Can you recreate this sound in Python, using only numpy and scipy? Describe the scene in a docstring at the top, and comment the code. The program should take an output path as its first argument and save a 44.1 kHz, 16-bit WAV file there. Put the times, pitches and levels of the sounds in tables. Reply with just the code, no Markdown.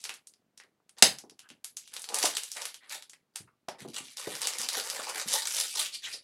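"""At a desk in a little furnished room, a small cardboard carton is handled close to one microphone.
Its flap tears open with one loud crack, made of decaying noise bursts that briefly overload the input.
The packaging crinkles and crunches in two bouts: random ticks in bands, plus single creases that ring.
Low thuds and knocks are damped modes; now and then, mostly near the end, card slides on card, as tuned noise.
Changing reflections and a faint room hush surround it all."""
import sys
import numpy as np
from scipy import signal
from scipy.fft import rfft, irfft, next_fast_len
from scipy.io import wavfile
from scipy.ndimage import uniform_filter1d

SR = 44100
rng = np.random.default_rng(int(sys.argv[2]) if len(sys.argv) > 2 else 0)


def generate_wav(signal):
    """Clip the signal to [-1, 1] and save it as 16-bit WAV at the path in sys.argv[1]."""
    frames = np.transpose(np.atleast_2d(signal))
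    scaled = np.clip(frames, -1, 1) * 32767
    pcm = np.round(scaled).astype(np.int16)
    wavfile.write(sys.argv[1], SR, pcm)


N = 274787
TIME = np.arange(N) / SR
GATE_DEPTH_DB = 7


def from_db(db):
    """Decibel law for amplitude: 20 dB is a factor of ten."""
    return 10 ** (np.asarray(db) / 20)


def rms_one(x):
    """Normalisation to unit root-mean-square amplitude."""
    return x / np.sqrt(np.mean(x ** 2) + 1e-20)


def at_hz(points, hz):
    """Interpolation of a curve along logarithmic frequency."""
    points = np.array(points)
    return np.interp(np.log(np.maximum(hz, 1e-3)), np.log(points[:, 0]), points[:, 1])


def add(track, s, sound):
    """Superposition: a sound is summed into the track at a time in seconds."""
    start = max(round(s * SR), 0)
    track[start:start + len(sound)] += sound[:N - start]


def coloured(x, spectrum, pitch_hz=1):
    """Minimum-phase filtering: a causal response with the given spectrum; the energy is kept."""
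    size = 2 * next_fast_len(len(x))
    gain_db = at_hz(spectrum, np.fft.rfftfreq(size, 1 / SR) / pitch_hz)
    cepstrum = irfft(np.log(from_db(gain_db)))
    # folding the cepstrum onto positive time makes the response causal
    cepstrum[1:size // 2] *= 2
    cepstrum[size // 2 + 1:] = 0
    response = np.exp(rfft(cepstrum))
    filtered = irfft(rfft(x, size) * response)[:len(x)]
    return rms_one(filtered) * np.sqrt(np.mean(x ** 2))


def burst(length_s, count=6):
    """Impulsive fracture: fibres give way in a toneless crack that decays exponentially."""
    fade = np.exp(-TIME[:SR // 10] / length_s)
    crack = rng.standard_normal(len(fade)) * fade
    for _ in range(count):   # equal energy at every frequency, kept inside the fade
        flat = irfft(np.exp(1j * np.angle(rfft(crack))), len(fade))
        crack = flat * np.minimum(10 * fade, 1)
    return rms_one(crack) * np.sqrt(np.mean(fade ** 2))


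def drift(per_s):
    """Random modulation: straight lines join chance values, so many a second, with RMS 1."""
    knots = rng.standard_normal(4000)
    return rms_one(np.interp(TIME * per_s, np.arange(len(knots)), knots))


# Spectrum of the room's hush: frequency_hz [Hz], relative_level_db [dB]
HUSH_COLOUR = [(18, -34.5), (30, -25.5), (171, -8.5), (240, -8), (346, -11.5), (437, -12), (497, -13.5),
               (3320, -25), (15000, -34.5)]


def hush(before_gate_db=-73.5):
    """Stationary background noise: filtered noise of constant level, set before the gate."""
    return from_db(before_gate_db) * coloured(rng.standard_normal(N), HUSH_COLOUR)


def squeeze_envelope(start, held):
    """Exponential attack and release: a swell rises quickly, holds, and falls away."""
    rise_db_per_s, release_db_per_s = 1099.5, 750.5
    before, after = np.clip(start - TIME, 0, 1), np.clip(TIME - start - held, 0, 1)
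    return from_db(-rise_db_per_s * before - release_db_per_s * after)


# Spectrum of crinkling packaging, shared with the creases: frequency_hz [Hz], relative_level_db [dB]
PAPER_COLOUR = [(71, -60.5), (120, -28.5), (230, -22.5), (398, -9.5), (478, -2.5), (718, -8), (795, 0),
                (954, -4), (1550, -2.5), (4750, 0), (10500, -3), (15400, -24)]
# Short swells of crackle in the packaging, one row for each, before the trims of crinkle():
# start_s [s], held_s [s], level_db [dB], body_db [dB relative to the crackle]
SQUEEZES = [(0.0, 0.041, -60, -9), (0.979, 0.0098, -58, 8), (1.78, 0.12, -63, -38),
            (1.928, 0.041, -51, -3.5), (2.097, 0.13, -54.5, 15.5), (2.145, 0.16, -39, -11),
            (2.229, 0.029, -26.5, -7.5), (2.345, 0.033, -40.5, -13), (2.409, 0.29, -52.5, -33),
            (2.565, 0.061, -48, 1), (2.836, 0.059, -65, 2), (2.908, 0.048, -42.5, -7.5),
            (3.362, 0.0036, -53.5, -8), (3.795, 0.027, -50.5, -2), (3.882, 0.023, -53.5, -27),
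            (3.948, .04, -41, -9), (4.041, 0.092, -53.5, -20.5), (4.183, 0.45, -44.5, -5),
            (4.42, 0.054, -39, -6), (4.595, 0.066, -43, -3), (4.733, 0.057, -36.5, -3.5),
            (4.829, 0.22, -42.5, -3), (5.073, 0.034, -40.5, 3.5), (5.149, 0.069, -38, -3),
            (5.28, 0.117, -36, -9), (5.336, 0.022, -31.5, -4.5), (5.42, 0.23, -37, -11),
            (5.583, 0.029, -30, -17.5), (5.648, 0.15, -42.5, -40), (5.754, .03, -34, -11.5),
            (5.788, 0.032, -30.5, -13), (5.846, 0.02, -36, -24), (5.943, 0.011, -44, -20.5),
            (6.034, 0.12, -48.5, -13)]
# Louder swells have more crackle over middle [dB per dB of level above the usual, dB]
BRIGHTENING, USUAL_SQUEEZE_DB = 0.12, -43.5


def crinkle(per_s=330, spread_db=2.0, crackle_db=-1, middle_db=0.1, body_db=6, facets_per_s=45):
    """Crackling noise: hundreds of tiny folds give way each second over sheet-on-sheet friction."""
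    tick_s, facet_db, friction = .0013, 3.0, .22   # decay time, resonance drift, RMS against the ticks
    happens = rng.random(N) < per_s / SR
    sizes = happens * from_db(spread_db * np.minimum(rng.exponential(1, N), 3.5))
    power = signal.lfilter([1], [1, -np.exp(-2 / (tick_s * SR))], sizes ** 2 + 1e-12)
    # the hands set the pace at which stress is released, so the local mean power is evened out
    power /= uniform_filter1d(power, size=1200) + 0.2 * power.mean()
    ticks = coloured(rng.standard_normal(N) * np.sqrt(power + friction ** 2), PAPER_COLOUR)

    effort = np.array([squeeze_envelope(start, held) ** 2 for start, held, _, _ in SQUEEZES])
    colours = []
    for _, _, db, body in SQUEEZES:
        middle = db + middle_db - BRIGHTENING * (db - USUAL_SQUEEZE_DB)
        colours.append([(900, db + body + body_db), (2800, middle), (7000, db + crackle_db)])

    out, edges = np.zeros(N), np.geomspace(100, 17000, num=23)
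    for k, (low, high) in enumerate(zip(edges, edges[1:])):
        band_filter = signal.butter(1, [low, high], "band", fs=SR, output="sos").repeat(2, axis=0)
        band = (-1) ** k * signal.sosfilt(band_filter, ticks)
        gains = from_db([at_hz(colour, np.sqrt(low * high)) for colour in colours])
        level = np.sqrt(gains ** 2 @ effort)   # the powers of the swells add
        # facets form and vanish, so resonances shift
        out += band * level * from_db(facet_db * drift(facets_per_s))
    return out


def buckle(length_s, creep_db=-21, creep_s=.003, after_db=-9, after_s=0.012):
    """Snap-through instability: a fold creeps, snaps, then settles with a smaller tick."""
    out = np.zeros(N)
    settle_s = creep_s + rng.uniform(.3, 1) * after_s
    for s, db in [(0, creep_db), (creep_s, 0), (settle_s, after_db)]:
        add(out, s, from_db(db) * burst(length_s))
    return out[:SR // 10], creep_s


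# Single creases at set times, faint and loud, before the trims of creases():
# start_s [s], level_db [dB, peak], middle_db [dB relative to the peak], pitch_hz [Hz, ring of the facet]
CREASES = [(0.0402, -21.5, -27, 5530), (0.0524, -24, -14, 4550), (0.0932, -21.5, -13, 2700),
           (0.1402, -32.5, -32, 3020), (0.2718, -32.5, -34, 9000), (0.3376, -45, -22, 4850),
           (0.5763, -35.5, -26, 5600), (0.6002, -37, -10.5, 1880), (0.6361, -47, -15, 1920),
           (0.8934, -39.5, -21.5, 9050), (0.9842, -33, -25, 4040), (1.1856, -27.5, -27, 5500),
           (1.2974, -37, -21, 5380), (1.3923, -34, -24.5, 2940), (1.4895, -40.5, -25, 2950),
           (1.502, -35.5, -15.5, 2900), (1.6446, -21.5, -28, 10970), (1.769, -21.5, -31.5, 6650),
           (1.8761, -37, -23, 3460), (1.9385, -25, -25, 10300), (1.9654, -23, -18.5, 3700),
           (1.9949, -28, -44, 10200), (2.0193, -25.5, -41, 9400), (2.0413, -25.5, -20, 4430),
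           (2.089, -23, -21, 4200), (2.1443, -10.5, -29, 9210), (2.1869, -13.5, -27, 10200),
           (2.2288, -14, -19, 4690), (2.2564, -11, -31, 4540), (2.3689, -14, -23.5, 2960),
           (2.4347, -20.5, -27.5, 8560), (2.5166, -21.5, -36, 5360), (2.5681, -24.5, -17, 1900),
           (2.6189, -21.5, -20.5, 5420), (2.6542, -18, -19, 10800), (2.7434, -29.5, -24.5, 3150),
           (2.8954, -30, -32, 4680), (3.024, -32.5, -21, 3780), (3.0965, -33.5, -27, 7050),
           (3.1332, -38.5, -17, 2000), (3.3586, -20, -23, 8900), (3.686, -24.5, -11, 5280),
           (4.1698, -24, -26, 5170), (4.3529, -21.5, -19, 5350), (4.417, -16, -23.5, 8500),
           (4.4715, -10.5, -23.5, 7270), (4.5356, -22, -20, 5350), (4.5849, -17.5, -28, 9300),
           (4.6158, -18, -25, 7380), (4.6879, -13, -24, 4100), (4.7316, -21, -37, 4790),
           (4.7985, -18.5, -20.5, 4530), (4.8999, -16.5, -25.5, 5030), (5.3327, -12, -35, 9500),
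           (5.472, -14.5, -36, 8200)]
# Facets larger than the usual one ring more strongly and buckle more slowly
FACET_HZ, FACET_DB_PER_OCTAVE = 4940, 1
FACET_SLOWING = .3   # octaves of buckling time per octave of lower pitch


def creases(rows, length_s=0.0017, level_db=-6, middle_db=20, body_db=-5, ring_db=7, ring_octaves=0.17):
    """Buckling and local resonance: each fold ticks and rings in its own facet."""
    out, hz = np.zeros(N), np.geomspace(50, 20000, num=80)
    for s, db, middle, ring_hz in rows:
        # each row sets its own share of middle and body
        size = [(500, middle + middle_db + body_db), (2000, middle + middle_db), (6500, 0.001)]
        octaves_lower = np.log2(FACET_HZ / ring_hz)
        ring_peak_db = ring_db + FACET_DB_PER_OCTAVE * octaves_lower
        facet = ring_peak_db / (1 + (np.log2(hz / ring_hz) / ring_octaves) ** 2)
        colour = np.column_stack([hz, at_hz(PAPER_COLOUR, hz) + at_hz(size, hz) + facet])
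        tick, lead_s = buckle(length_s * 2 ** (FACET_SLOWING * octaves_lower))
        add(out, s - lead_s, from_db(db + level_db) * coloured(tick, colour))
    return out


def stray_creases(count=8):
    """Poisson process: more creases give way at random while a swell is held; rows for creases()."""
    per_s, above_squeeze_db, spread_db = 30, 11, 5
    middle_db, ring_range_hz = -35, (2800, 10000)
    rows = []
    for start, held, db, _ in SQUEEZES:
        waits, sizes, facets = rng.exponential(1, count), rng.standard_normal(count), rng.random(count)
        for s, size, facet in zip(np.cumsum(waits) / per_s, sizes, facets):
            if s < held:
                ring_hz = np.interp(facet, [0, 1], ring_range_hz)
                rows.append((start + s, db + above_squeeze_db + spread_db * size, middle_db, ring_hz))
    return rows


# Low thuds and knocks, some of them under the creases:
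# start_s [s], level_db [dB], pitch_hz [Hz, lower mode], upper_mode_db [dB relative to the lower mode]
BUMPS = [(0.096, -58, 355, 4), (0.641, -63.5, 450, -3), (0.801, -71, 480, 0), (1.024, -33, 207.4, -16),
         (1.093, -56, 168, -14), (1.238, -48.5, 310, -5.5), (1.315, -56.5, 298, -7.5),
         (1.506, -54, 241, -10), (2.239, -39.5, 307, 14), (3.401, -52, 126.6, -2.5),
         (3.684, -40.5, 300, 8.5), (3.81, -43.5, 198, -18), (3.849, -37, 293, -7), (3.88, -43.5, 290, -28),
         (4.005, -47, 245, -32), (4.272, -44.5, 190.6, 13.5), (4.59, -49, 244, -23), (4.766, -49, 278, -18),
         (4.993, -40.5, 516.5, 4.5), (5.258, -45, 206, -9), (6.139, -52, 487, -10)]
# Spectrum of one mode: pitch_multiple [times the mode's pitch], relative_level_db [dB]
KNOCK_COLOUR = [(.2, -29), (0.502, -11), (0.998, -0.5), (1.502, -8.5), (2.5, -23.5), (6.001, -46)]


def bumps(length_s=.009, upper_mode_ratio=2.34):
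    """Modal superposition: two heavily damped modes; the upper one's strength differs from knock to knock."""
    out = np.zeros(N)
    for s, db, hz, upper_db in BUMPS:
        for mode_hz, mode_db in [(hz, 0), (hz * upper_mode_ratio, upper_db)]:
            add(out, s, from_db(db + mode_db) * coloured(burst(length_s), KNOCK_COLOUR, mode_hz))
    return out


# The flap letting go in quick steps: start_s [s], level_db [dB], length_s [s], top_hz [Hz, low-pass corner]
FLAP = [(1.024, -0.5, 0.0024, 14000), (1.0253, -1, 0.0012, 12000), (1.0294, -9.5, 0.00034, 5000),
        (1.0311, -2, 0.00069, 5000)]
# Spectrum of the tearing flap: frequency_hz [Hz], relative_level_db [dB]
FLAP_COLOUR = [(35, -65.5), (60, -49.5), (242, -12.5), (672, -5.5), (908, -6.5), (1230, -4), (1350, -9),
               (2770, -3), (3490, -2.5), (4110, 1), (9940, -2.5), (15400, -21.5)]


def flap():
    """Stepwise fracture: the locked flap tears free; its later steps are duller."""
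    out = np.zeros(N)
    for s, db, length_s, top_hz in FLAP:
        low_pass = signal.butter(1, min(top_hz, .45 * SR), fs=SR)
        dulled = signal.lfilter(*low_pass, coloured(burst(length_s), FLAP_COLOUR))
        add(out, s, from_db(db) * dulled)
    return out


# Card sliding on card, before the trim of slides(): middle_s [s], length_s [s], level_db [dB], pitch_hz [Hz]
SLIDES = [(1.454, 0.073, -63.5, 1550), (2.838, 0.079, -59, 2064), (3.483, 0.024, -60, 1320),
          (5.101, 0.066, -49.5, 1022), (5.861, .035, -36, 3470), (5.946, 0.055, -37.5, 4600),
          (6.051, .05, -37, 3480), (6.077, 0.038, -42, 1950), (6.137, 0.03, -36, 5000)]
# Spectrum of a slide: pitch_multiple [times the pitch], relative_level_db [dB]
SLIDE_COLOUR = [(.3, -31), (.75, -8), (1, -0.5), (1.3, -14.5), (2, -12.5), (4, -65)]


def slides(level_db=-2):
    """Friction-driven resonance: noise swells and fades, and sings in the free edge of the card."""
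    out = np.zeros(N)
    for s, length_s, db, hz in SLIDES:
        stroke = np.hanning(int(length_s * SR)) ** .5
        rub = coloured(rng.standard_normal(len(stroke)), SLIDE_COLOUR, hz)
        add(out, s - length_s / 2, from_db(db + level_db) * stroke * rub)
    return out


# Reverberation time of the room, for a decay of 60 dB: frequency_hz [Hz], t60_s [s]
ROOM_T60 = [(100, 0.39), (300, 0.26), (1000, 0.25), (4000, 0.21), (8000, 0.19), (14000, 0.23)]


def room_tail(first_wall_s=0.0018):
    """Exponential reverberant decay: a dense short tail of unit energy, at its longest in the bass."""
    t, edges = TIME[:SR // 2], np.geomspace(40, 20000, num=10)
    noise, hz = rfft(rng.standard_normal(len(t))), np.fft.rfftfreq(len(t), 1 / SR)
    tail = np.zeros(len(t))
    for low, high in zip(edges, edges[1:]):
        band = irfft(noise * ((hz >= low) & (hz < high)), len(t))
        tail += band * from_db(-60 * t / at_hz(ROOM_T60, np.sqrt(low * high)))
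    tail *= np.minimum(t / first_wall_s, 1) ** 2
    return tail / np.linalg.norm(tail)


def room(x, wet_db, moves_per_s, count=8):
    """Direct and reverberant field: the sounding spot keeps moving, so the reflections keep changing."""
    shares = np.array([drift(moves_per_s) for _ in range(count)])
    shares /= np.linalg.norm(shares, axis=0)
    reflections = sum(signal.oaconvolve(x * share, room_tail())[:N] for share in shares)
    return x + from_db(wet_db) * reflections


def noise_gate(x, open_db=-78, slope=1.0, size=256):
    """Downward expansion: each band is turned down under the threshold, which cuts faint tails short."""
    bands = signal.stft(x, nperseg=size, noverlap=3 * size // 4)[2]
    power = uniform_filter1d(np.abs(bands) ** 2, size=5, axis=0)
    level_db = 10 * np.log10(np.maximum(power, 1e-16))
    gain = from_db(np.clip(slope * (level_db - open_db), -GATE_DEPTH_DB, 0))
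    return signal.istft(bands * gain, nperseg=size, noverlap=3 * size // 4)[1][:N]


def scene():
    """Superposition of sources within arm's reach of the microphone, over the hush of the room."""
    rustle = room(crinkle() + slides(), wet_db=-2.0, moves_per_s=70)
    ticks = room(creases(CREASES) + creases(stray_creases()), wet_db=-1.0, moves_per_s=120)
    knocks = room(bumps(), wet_db=-3.0, moves_per_s=20)
    crack = room(flap(), wet_db=-3.0, moves_per_s=180)
    return (hush() + rustle + ticks + knocks + crack)[None]


def record(dry, low_cut_hz=70, cutoff_hz=15800):
    """Clipping and band-limiting: peaks clip at full scale, rumble and top are cut, quiet bands gated."""
    clipped = np.clip(dry[0], -1, 1)
    low_cut = signal.butter(2, low_cut_hz, "high", fs=SR, output="sos")
    gated = noise_gate(signal.sosfilt(low_cut, clipped))
    top_cut = signal.ellip(8, .3, 70, cutoff_hz, fs=SR, output="sos")   # 0.3 dB ripple, 70 dB stop band
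    return signal.sosfilt(top_cut, gated)[None]


dry = scene()
out = record(dry)
generate_wav(out)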